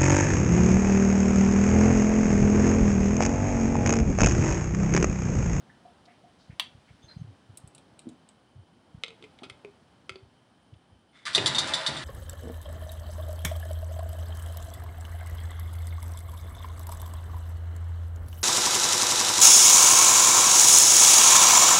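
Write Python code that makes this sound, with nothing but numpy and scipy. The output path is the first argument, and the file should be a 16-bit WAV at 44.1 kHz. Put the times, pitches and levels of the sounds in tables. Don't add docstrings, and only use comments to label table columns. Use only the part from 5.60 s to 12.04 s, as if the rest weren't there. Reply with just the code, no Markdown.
import sys
import numpy as np
from scipy import signal
from scipy.fft import rfft, irfft
from scipy.io import wavfile
from scipy.ndimage import uniform_filter1d

SR = 44100
rng = np.random.default_rng(int(sys.argv[2]) if len(sys.argv) > 2 else 0)


def unload_audio(sound):
    columns = np.transpose(np.atleast_2d(sound))
    steps = np.round(np.clip(columns, -1, 1) * 32767)
    wavfile.write(sys.argv[1], SR, steps.astype(np.int16))


N = 284004
TIME = np.arange(N) / SR
HIT_TIME = TIME[:8192]

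# (frequency [Hz], gain [dB])
JET_SPECTRUM = [(400, -27), (900, -3), (1300, 7.5), (1900, 6.5), (2600, 0.5), (3500, 4.5), (5000, -2),
                (6500, -10), (9000, -8), (11000, -21), (16000, -18)]


def from_db(db):
    return 10 ** (np.asarray(db) / 20)


def rms_one(x):
    return x / np.sqrt(np.mean(x ** 2) + 1e-20)


def crest_one(x, size=176):
    return x / np.sqrt(uniform_filter1d(x ** 2, size).max() + 1e-20)


def add(out, s, sound):
    at = int(np.clip(round(s * SR), 0, N - 1))
    out[at:at + len(sound)] += sound[:N - at]


def since(start_s):
    return np.maximum(TIME - start_s, 0)


def envelope(start_s, rise_s, hold_s, release_s):
    attack = np.minimum(since(start_s) / rise_s, 1)
    return attack * np.exp(-since(start_s + rise_s + hold_s) / release_s)


def flicker(per_s):
    knots = rng.standard_normal(4096)
    return np.interp(TIME * per_s, np.arange(len(knots)), knots)


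def soften(x, hz, order=2):
    return signal.sosfilt(signal.butter(order, min(hz, SR / 2 - 1000), fs=SR, output="sos"), x)


def colour(x, spectrum):
    size = 4096
    hz, db = np.transpose(spectrum)
    grid_hz = np.maximum(np.fft.rfftfreq(size, 1 / SR), 1)
    gain = from_db(np.interp(np.log(grid_hz), np.log(hz), db))
    cepstrum = irfft(np.log(gain))
    cepstrum[1:size // 2] *= 2
    cepstrum[size // 2 + 1:] = 0
    response = irfft(np.exp(rfft(cepstrum)))
    return signal.fftconvolve(x, response)[:len(x)]


def resonate(x, modes, sign=1):
    out = 0
    for k, (hz, width, db) in enumerate(modes):
        radius = np.exp(-np.pi * width / SR)
        poles = [1, -2 * radius * np.cos(2 * np.pi * hz / SR), radius ** 2]
        ring = (1 - radius ** 2) / 2 * signal.lfilter([1, 0, -1], poles, x + 1e-18)
        out = out + sign ** k * from_db(db) * ring
    return out


def shell(force, modes):
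    return resonate(force, modes, sign=-1)


def favour(modes, focus_hz, others_db, focus_octaves=0.17):
    weighted = []
    for hz, width, db in modes:
        nearness = np.exp(-(np.log2(hz / focus_hz) / focus_octaves) ** 2)
        weighted.append((hz, width, db + others_db * (1 - nearness)))
    return weighted


def contact(slide_s, grit):
    force = grit * rng.standard_normal(len(HIT_TIME)) * np.exp(-HIT_TIME / slide_s)
    force[0] += 1
    return force


def puff(decay_s, hz, width_hz):
    band = [(hz, width_hz, 0)]
    noise = resonate(resonate(rng.standard_normal(len(HIT_TIME)), band), band)
    swell = (1 - np.exp(-2 * HIT_TIME / decay_s)) * np.exp(-HIT_TIME / decay_s)
    fade_out = np.cos(np.pi / 2 * HIT_TIME / HIT_TIME[-1])
    return crest_one(noise * swell * fade_out)


def porch(x, tail_db, t60):
    # (delay [s], level [dB])
    echoes = [(.0017, -19), (.0058, -13), (.0092, -13), (.027, -23)]
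    t = TIME[:SR // 2]
    build_up = 1 - np.exp(-t / 0.0053)
    tail = soften(rng.standard_normal(len(t)), hz=7000) * from_db(-60 * t / t60) * build_up
    response = from_db(tail_db) * tail / np.linalg.norm(tail)
    response[0] += 1
    for delay_s, db in echoes:
        add(response, delay_s, from_db([db]))
    return signal.fftconvolve(x, response)[:N]


def air():
    # (time [s], rumble level [dB], hiss level [dB])
    faders = [(0.0, -61, -67), (0.63, -63, -68), (1.52, -63, -66), (1.67, -63, -68), (2.53, -62, -69),
              (2.99, -66, -72), (3.46, -62, -69), (3.65, -61, -67), (5.18, -66, -72), (5.5, -66, -73)]
    # (frequency [Hz], gain [dB])
    rumble_spectrum = [(25, -28), (60, -5), (120, 0.5), (250, 1.5), (420, -6), (780, -5), (1300, -12),
                       (2200, -22), (5000, -45)]
    # (frequency [Hz], gain [dB])
    hiss_spectrum = [(600, -11), (1500, 3.5), (2000, -1.5), (2750, -1), (3400, 0), (5200, -4),
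                     (6900, -11.5), (8700, -9), (9200, -15), (10000, -11), (11000, -14), (16000, -7.5)]
    rumble_trim_db, hiss_trim_db = 2.2, 2.3
    times, rumble_db, hiss_db = np.transpose(faders)
    rumble = rms_one(colour(rng.standard_normal(N), rumble_spectrum))
    rumble *= from_db(np.interp(TIME, times, rumble_db) + rumble_trim_db + 0.94 * flicker(per_s=10))
    thin_hiss = rms_one(colour(rng.standard_normal(N), hiss_spectrum))
    thin_hiss *= from_db(np.interp(TIME, times, hiss_db) + hiss_trim_db)
    return rumble + thin_hiss


def insects():
    # (frequency [Hz], width [Hz], gain [dB])
    bands = [(3067, 240, -6.5), (9250, 126, -12.5)]
    trill = resonate(rng.standard_normal(N), bands)
    trill = resonate(trill, [(hz, width, 0) for hz, width, _ in bands])
    return from_db(-75.5 + 2 * flicker(per_s=96)) * rms_one(trill)


def bird_note(length_s, hz, rasp):
    swell = np.sqrt(np.sin(np.pi * np.minimum(HIT_TIME / length_s, 1)).clip(0))
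    waver = 1 - rasp + rasp * rms_one(soften(rng.standard_normal(len(HIT_TIME)), hz=198))
    return swell * crest_one(waver * np.sin(2 * np.pi * hz * HIT_TIME), size=880)


def birds():
    # (time [s], level [dB])
    hoots = [(0.251, -47.5), (0.476, -52.5), (0.637, -52.5)]
    # (time [s], length [s], pitch [Hz], level [dB])
    chirps = [(0.094, 0.015, 1764, -53.5), (1.42, .045, 3535, -58), (1.424, 0.036, 6330, -56.5),
              (1.48, .05, 4145, -49), (1.484, .045, 4850, -60), (1.576, 0.033, 6330, -66.5)]
    out = np.zeros(N)
    for s, db in hoots:
        add(out, s, from_db(db) * bird_note(length_s=0.02, hz=708, rasp=0.1))
    for s, length_s, hz, db in chirps:
        add(out, s, from_db(db) * bird_note(length_s, hz, rasp=0.42))
    return porch(out, tail_db=-7.5, t60=0.28)


def rustles():
    # (time [s], level [dB], decay [s], centre [Hz])
    scuffs = [(0.453, -57, .007, 4100), (0.476, -59.5, .045, 1930), (0.781, -62, .06, 4350),
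              (0.900, -57.5, .025, 2040), (1.277, -58.5, .022, 1940), (1.481, -57.5, .04, 1660),
              (3.60, -52, .046, 320), (3.813, -48.5, .023, 720), (5.137, -61, .0065, 2950)]
    out = np.zeros(N)
    for s, db, decay_s, hz in scuffs:
        add(out, s, from_db(db) * puff(decay_s, hz, width_hz=0.49 * hz))
    return out


def bumps():
    # (centre time [s], peak level [dB], half length [s])
    thumps = [(0.900, -34.5, 0.0041), (1.152, -43.5, .0051), (1.311, -44, .0053), (1.444, -43.5, 0.004),
              (1.569, -31, 0.004), (1.618, -30, .006), (1.687, -43, 0.019), (1.902, -42.5, .0098),
              (2.044, -39, 0.0044), (2.966, -42.5, .008), (2.989, -45, .014), (3.349, -35.5, .0037),
              (3.915, -46.5, .004), (4.514, -45.5, .0056), (4.634, -46.5, 0.0072), (5.133, -42, .0078),
              (5.328, -50, 0.01)]
    rebounds = [(s + 0.0307, db - 8.5, half_s * 1.3) for s, db, half_s in thumps]
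    base_hz, base_db, hz_per_db = 111.7, -42.5, 2.25
    out = np.zeros(N)
    t = HIT_TIME - HIT_TIME.mean()
    for s, db, half_s in list(thumps) + rebounds:
        hz = base_hz + hz_per_db * (db - base_db)
        swing = np.cos(2 * np.pi * hz * t) * np.exp(-(t / half_s) ** 2)
        add(out, s + t[0], from_db(db) * swing)
    return out


def candy():
    # (time [s], level [dB])
    snaps = [(0.997, -17.5)]
    # (frequency [Hz], width [Hz], gain [dB])
    snap_modes = [(1000, 420, -11.5), (1400, 220, -11.5), (2360, 560, -11), (2720, 81, -1.5),
                  (3234, 164, 9), (3660, 236, 3.5), (3850, 210, 0), (4430, 220, -3.5), (4700, 140, -6),
                  (6240, 170, -16), (8800, 4700, -23), (14000, 1400, -7.5)]
    # (time [s], level [dB], treble limit [Hz])
    ticks = [(1.9728, -33.5, 15800), (2.0753, -46.5, 12400), (2.149, -45, 6250), (2.1807, -48, 4400),
             (2.392, -42.5, 4300), (2.4896, -49, 4200), (2.689, -49.5, 5100)]
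    # (frequency [Hz], width [Hz], gain [dB])
    tick_modes = [(2300, 400, -10), (3700, 990, -4.5), (8100, 780, 9.5), (9400, 700, 6), (10250, 600, 8),
                  (13900, 2800, 6)]
    out = np.zeros(N)
    for s, db in snaps:
        snap = shell(contact(slide_s=0.0044, grit=0.08), snap_modes)
        add(out, s, from_db(db) * crest_one(snap))
    for s, db, top_hz in ticks:
        tick = shell(contact(slide_s=0.0034, grit=0.86), tick_modes)
        add(out, s, from_db(db) * crest_one(soften(tick, hz=top_hz)))
    return porch(out, tail_db=-13.5, t60=0.23)


def neck_tap(clack_db, ring_db, slide_s, focus_hz, ring_hz):
    # (frequency [Hz], width [Hz], gain [dB])
    neck_modes = [(520, 41, -10), (1339, 78, -1.5), (1920, 270, -9), (2145, 107, 1), (2500, 120, 1.5),
                  (3160, 340, -0.5), (3520, 90, -0.5), (3830, 140, -3.5), (4600, 116, -5.5),
                  (5020, 130, -9), (6450, 310, -17.5), (7430, 210, -14.5), (8730, 260, -15.5),
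                  (9940, 700, -22.5)]
    # (multiple of the ring pitch, width [Hz], gain [dB])
    hollow_modes = [(1, 14, 7.5), (1.3, 23, -23), (.62, 31, -14.5)]
    padding_db = max(ring_db - clack_db + 3.5, 0)
    woken_modes = favour(neck_modes, focus_hz, others_db=-8 - 1.6 * padding_db)
    force = soften(contact(slide_s, grit=45 * slide_s), hz=10300, order=4)
    clack = shell(force, woken_modes)
    tuned_modes = [(ratio * ring_hz, width, db) for ratio, width, db in hollow_modes]
    hollow = resonate(contact(slide_s=0.00089, grit=0.007), tuned_modes)
    return from_db(clack_db) * crest_one(clack) + from_db(ring_db) * crest_one(hollow)


def bottle():
    # (time [s], clack level [dB], hollow ring level [dB], slide [s], favoured pitch [Hz])
    taps = [(3.436, -22, -48, .0014, 3850), (3.481, -41.5, -54.5, .003, 3700),
            (3.505, -44.5, -52, 0.0017, 2500), (3.625, -44.5, -61, .0014, 3500),
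            (3.639, -45.5, -48.5, .0062, 2300), (3.788, -48, -70, .0033, 2300),
            (3.833, -40.5, -44.5, 0.011, 1400), (3.841, -47, -59, .0036, 4700),
            (3.898, -37.5, -54, 0.0031, 9400), (4.048, -42, -38, 0.002, 2350),
            (4.494, -28.3, -43, 0.002, 2350), (4.557, -44, -43, .0025, 4600),
            (5.779, -20.5, -25, .0033, 2450)]
    # (time [s], pitch [Hz])
    ring_pitch = [(3.43, 466), (3.83, 391), (4.05, 406), (4.5, 386), (5.78, 395)]
    # (time [s], level [dB])
    knocks = [(2.457, -46), (2.469, -34), (2.478, -41.5), (2.494, -39), (3.82, -41.5)]
    # (frequency [Hz], width [Hz], gain [dB])
    knock_modes = [(257, 17, 18.5), (301, 25, 10), (383, 22, -12), (550, 39, -13)]
    out = np.zeros(N)
    for s, clack_db, ring_db, slide_s, focus_hz in taps:
        ring_hz = np.interp(s, *np.transpose(ring_pitch))
        add(out, s, neck_tap(clack_db, ring_db, slide_s, focus_hz, ring_hz))
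    for s, db in knocks:
        press = soften(contact(slide_s=0.0022, grit=0.0086), hz=325)
        add(out, s, from_db(db) * crest_one(resonate(press, knock_modes)))
    return porch(out, tail_db=-16.5, t60=0.28)


def gurgle():
    # (time [s], level [dB], hold [s])
    glugs = [(5.68, -56, .02), (5.747, -43.5, .35), (5.776, -39.5, .015), (6.278, -43.5, .055)]
    # (frequency [Hz], gain [dB])
    spectrum = [(25, -34), (50, -26), (75, -3), (110, -5), (140, 5), (180, -4), (260, -4), (340, -2),
                (450, -12.5), (800, -52)]
    surges = sum(from_db(db) * envelope(s, rise_s=0.014, hold_s=hold_s, release_s=0.085)
                 for s, db, hold_s in glugs)
    low_noise = rms_one(colour(rng.standard_normal(N), spectrum))
    return low_noise * surges * from_db(flicker(per_s=37))


def stream(spectrum):
    # (frequency [Hz], width [Hz], gain [dB])
    modes = [(553, 8.9, 2), (633.6, 17, 3.5), (1950, 38, -4)]
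    rough_noise = rng.standard_normal(N) * from_db(2.36 * flicker(per_s=600))
    rush = colour(rough_noise, spectrum)
    return rms_one(rush + resonate(rush, modes))


def seep():
    # (frequency [Hz], width [Hz], gain [dB])
    modes = [(2150, 120, 8), (3500, 120, 8)]
    rush = stream(JET_SPECTRUM)
    leak = rms_one(rush + resonate(rush, modes))
    return from_db(-55) * leak * envelope(start_s=5.52, rise_s=0.05, hold_s=0, release_s=0.12)


def foam_flow():
    start_s, rise_s, end_s, release_s, sag_db_per_s = 5.745, 0.021, 6.247, 0.17, -3
    age = since(start_s)
    attack = np.minimum(age / rise_s, 1)
    return attack * from_db(sag_db_per_s * age) * np.exp(-since(end_s) / release_s)


def spit(db, length_s, spray_db, focus_hz):
    # (frequency [Hz], width [Hz], gain [dB])
    modes = [(2030, 150, -1), (3540, 33, -17), (3543, 54, 2.5), (3700, 91, 3.5), (3880, 95, -10),
             (3950, 93, -5.5), (4470, 110, -7), (4490, 140, -7.5), (5030, 91, -31), (5750, 85, -6),
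             (7150, 88, 1), (8400, 160, -30)]
    # (frequency [Hz], gain [dB])
    spray_spectrum = [(500, -10.5), (1000, 2), (1700, 2), (2600, -24), (3400, 9.5), (4900, 7), (6500, -1),
                      (8000, -0.5), (10300, -5), (12000, -18), (16000, -9)]
    sputter = from_db(2 * flicker(per_s=273)[:len(HIT_TIME)])
    gate = np.exp(-np.maximum(HIT_TIME - length_s, 0) / 0.0081)
    rush = rng.standard_normal(len(HIT_TIME)) * sputter * gate
    pop = 12 * (HIT_TIME == 0)
    ringing = resonate(rush + pop, favour(modes, focus_hz, others_db=-15))
    spray = from_db(spray_db) * crest_one(colour(rush, spray_spectrum))
    return from_db(db) * (crest_one(ringing, size=300) + spray)


def hiss():
    # (frequency [Hz], gain [dB])
    splash_spectrum = [(250, -24), (460, -8.5), (560, -4), (1000, 1.5), (1250, -22), (2000, -39)]
    # (time [s], level [dB], length [s], spray over ring [dB], favoured pitch [Hz])
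    spits = [(5.654, -39, .009, 2, 2100), (5.732, -42, .009, 2.5, 4600), (5.749, -12.3, .008, -15, 3620),
             (5.860, -16.5, .005, -7.5, 3720), (5.948, -22, .007, -30, 3850), (5.983, -19, .0065, -5, 3750),
             (6.073, -41.5, .001, 7, 7000), (6.137, -19, 0.0042, -14.5, 3800),
             (6.264, -21, .0075, -15, 3700), (6.367, -32.5, .009, -26, 3500)]
    start_s, rise_s, burst_decay_s = 5.652, 0.019, 0.027
    burst_db, leak_db, foam_jet_db = -28, -43.5, -39
    leak_splash_db, foam_splash_db = -58, -40.2
    age, foam = since(start_s), foam_flow()
    opening = np.minimum(age / rise_s, 1)
    burst = from_db(burst_db) * np.exp(-age / burst_decay_s)
    jet = stream(JET_SPECTRUM) * (burst + from_db(leak_db) + from_db(foam_jet_db) * foam)
    splash = stream(splash_spectrum) * (from_db(leak_splash_db) + from_db(foam_splash_db) * foam)
    out = opening * (jet + splash)
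    for s, db, length_s, spray_db, focus_hz in spits:
        add(out, s, spit(db, length_s, spray_db, focus_hz))
        add(out, s + 0.008, spit(db - 8, length_s=0.011, spray_db=spray_db + 5, focus_hz=4200))
    closing_whistle = from_db(-47) * puff(decay_s=0.011, hz=8300, width_hz=260)
    add(out, 6.364, closing_whistle)
    return porch(out, tail_db=-12.5, t60=0.32)


def scene():
    before_fizz = candy() + bottle() + bumps() + birds() + rustles()
    fizz = seep() + hiss() + gurgle()
    return (before_fizz + fizz + insects() + air())[None]


def record(dry):
    # (frequency [Hz], gain [dB])
    response = [(20, 2.5), (10200, -3), (11200, -13), (12000, -32), (12700, -19), (14000, -19),
                (16000, -21)]
    low_cut_hz, high_cut_hz = 45.3, 15900
    low_cut = signal.butter(3, low_cut_hz, "high", fs=SR, output="sos")
    high_cut = signal.ellip(10, 0.1, 80, high_cut_hz, fs=SR, output="sos")
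    heard = signal.sosfilt(low_cut, colour(dry[0], response))
    return signal.sosfilt(high_cut, heard)[None]


dry = scene()
out = record(dry)
unload_audio(out)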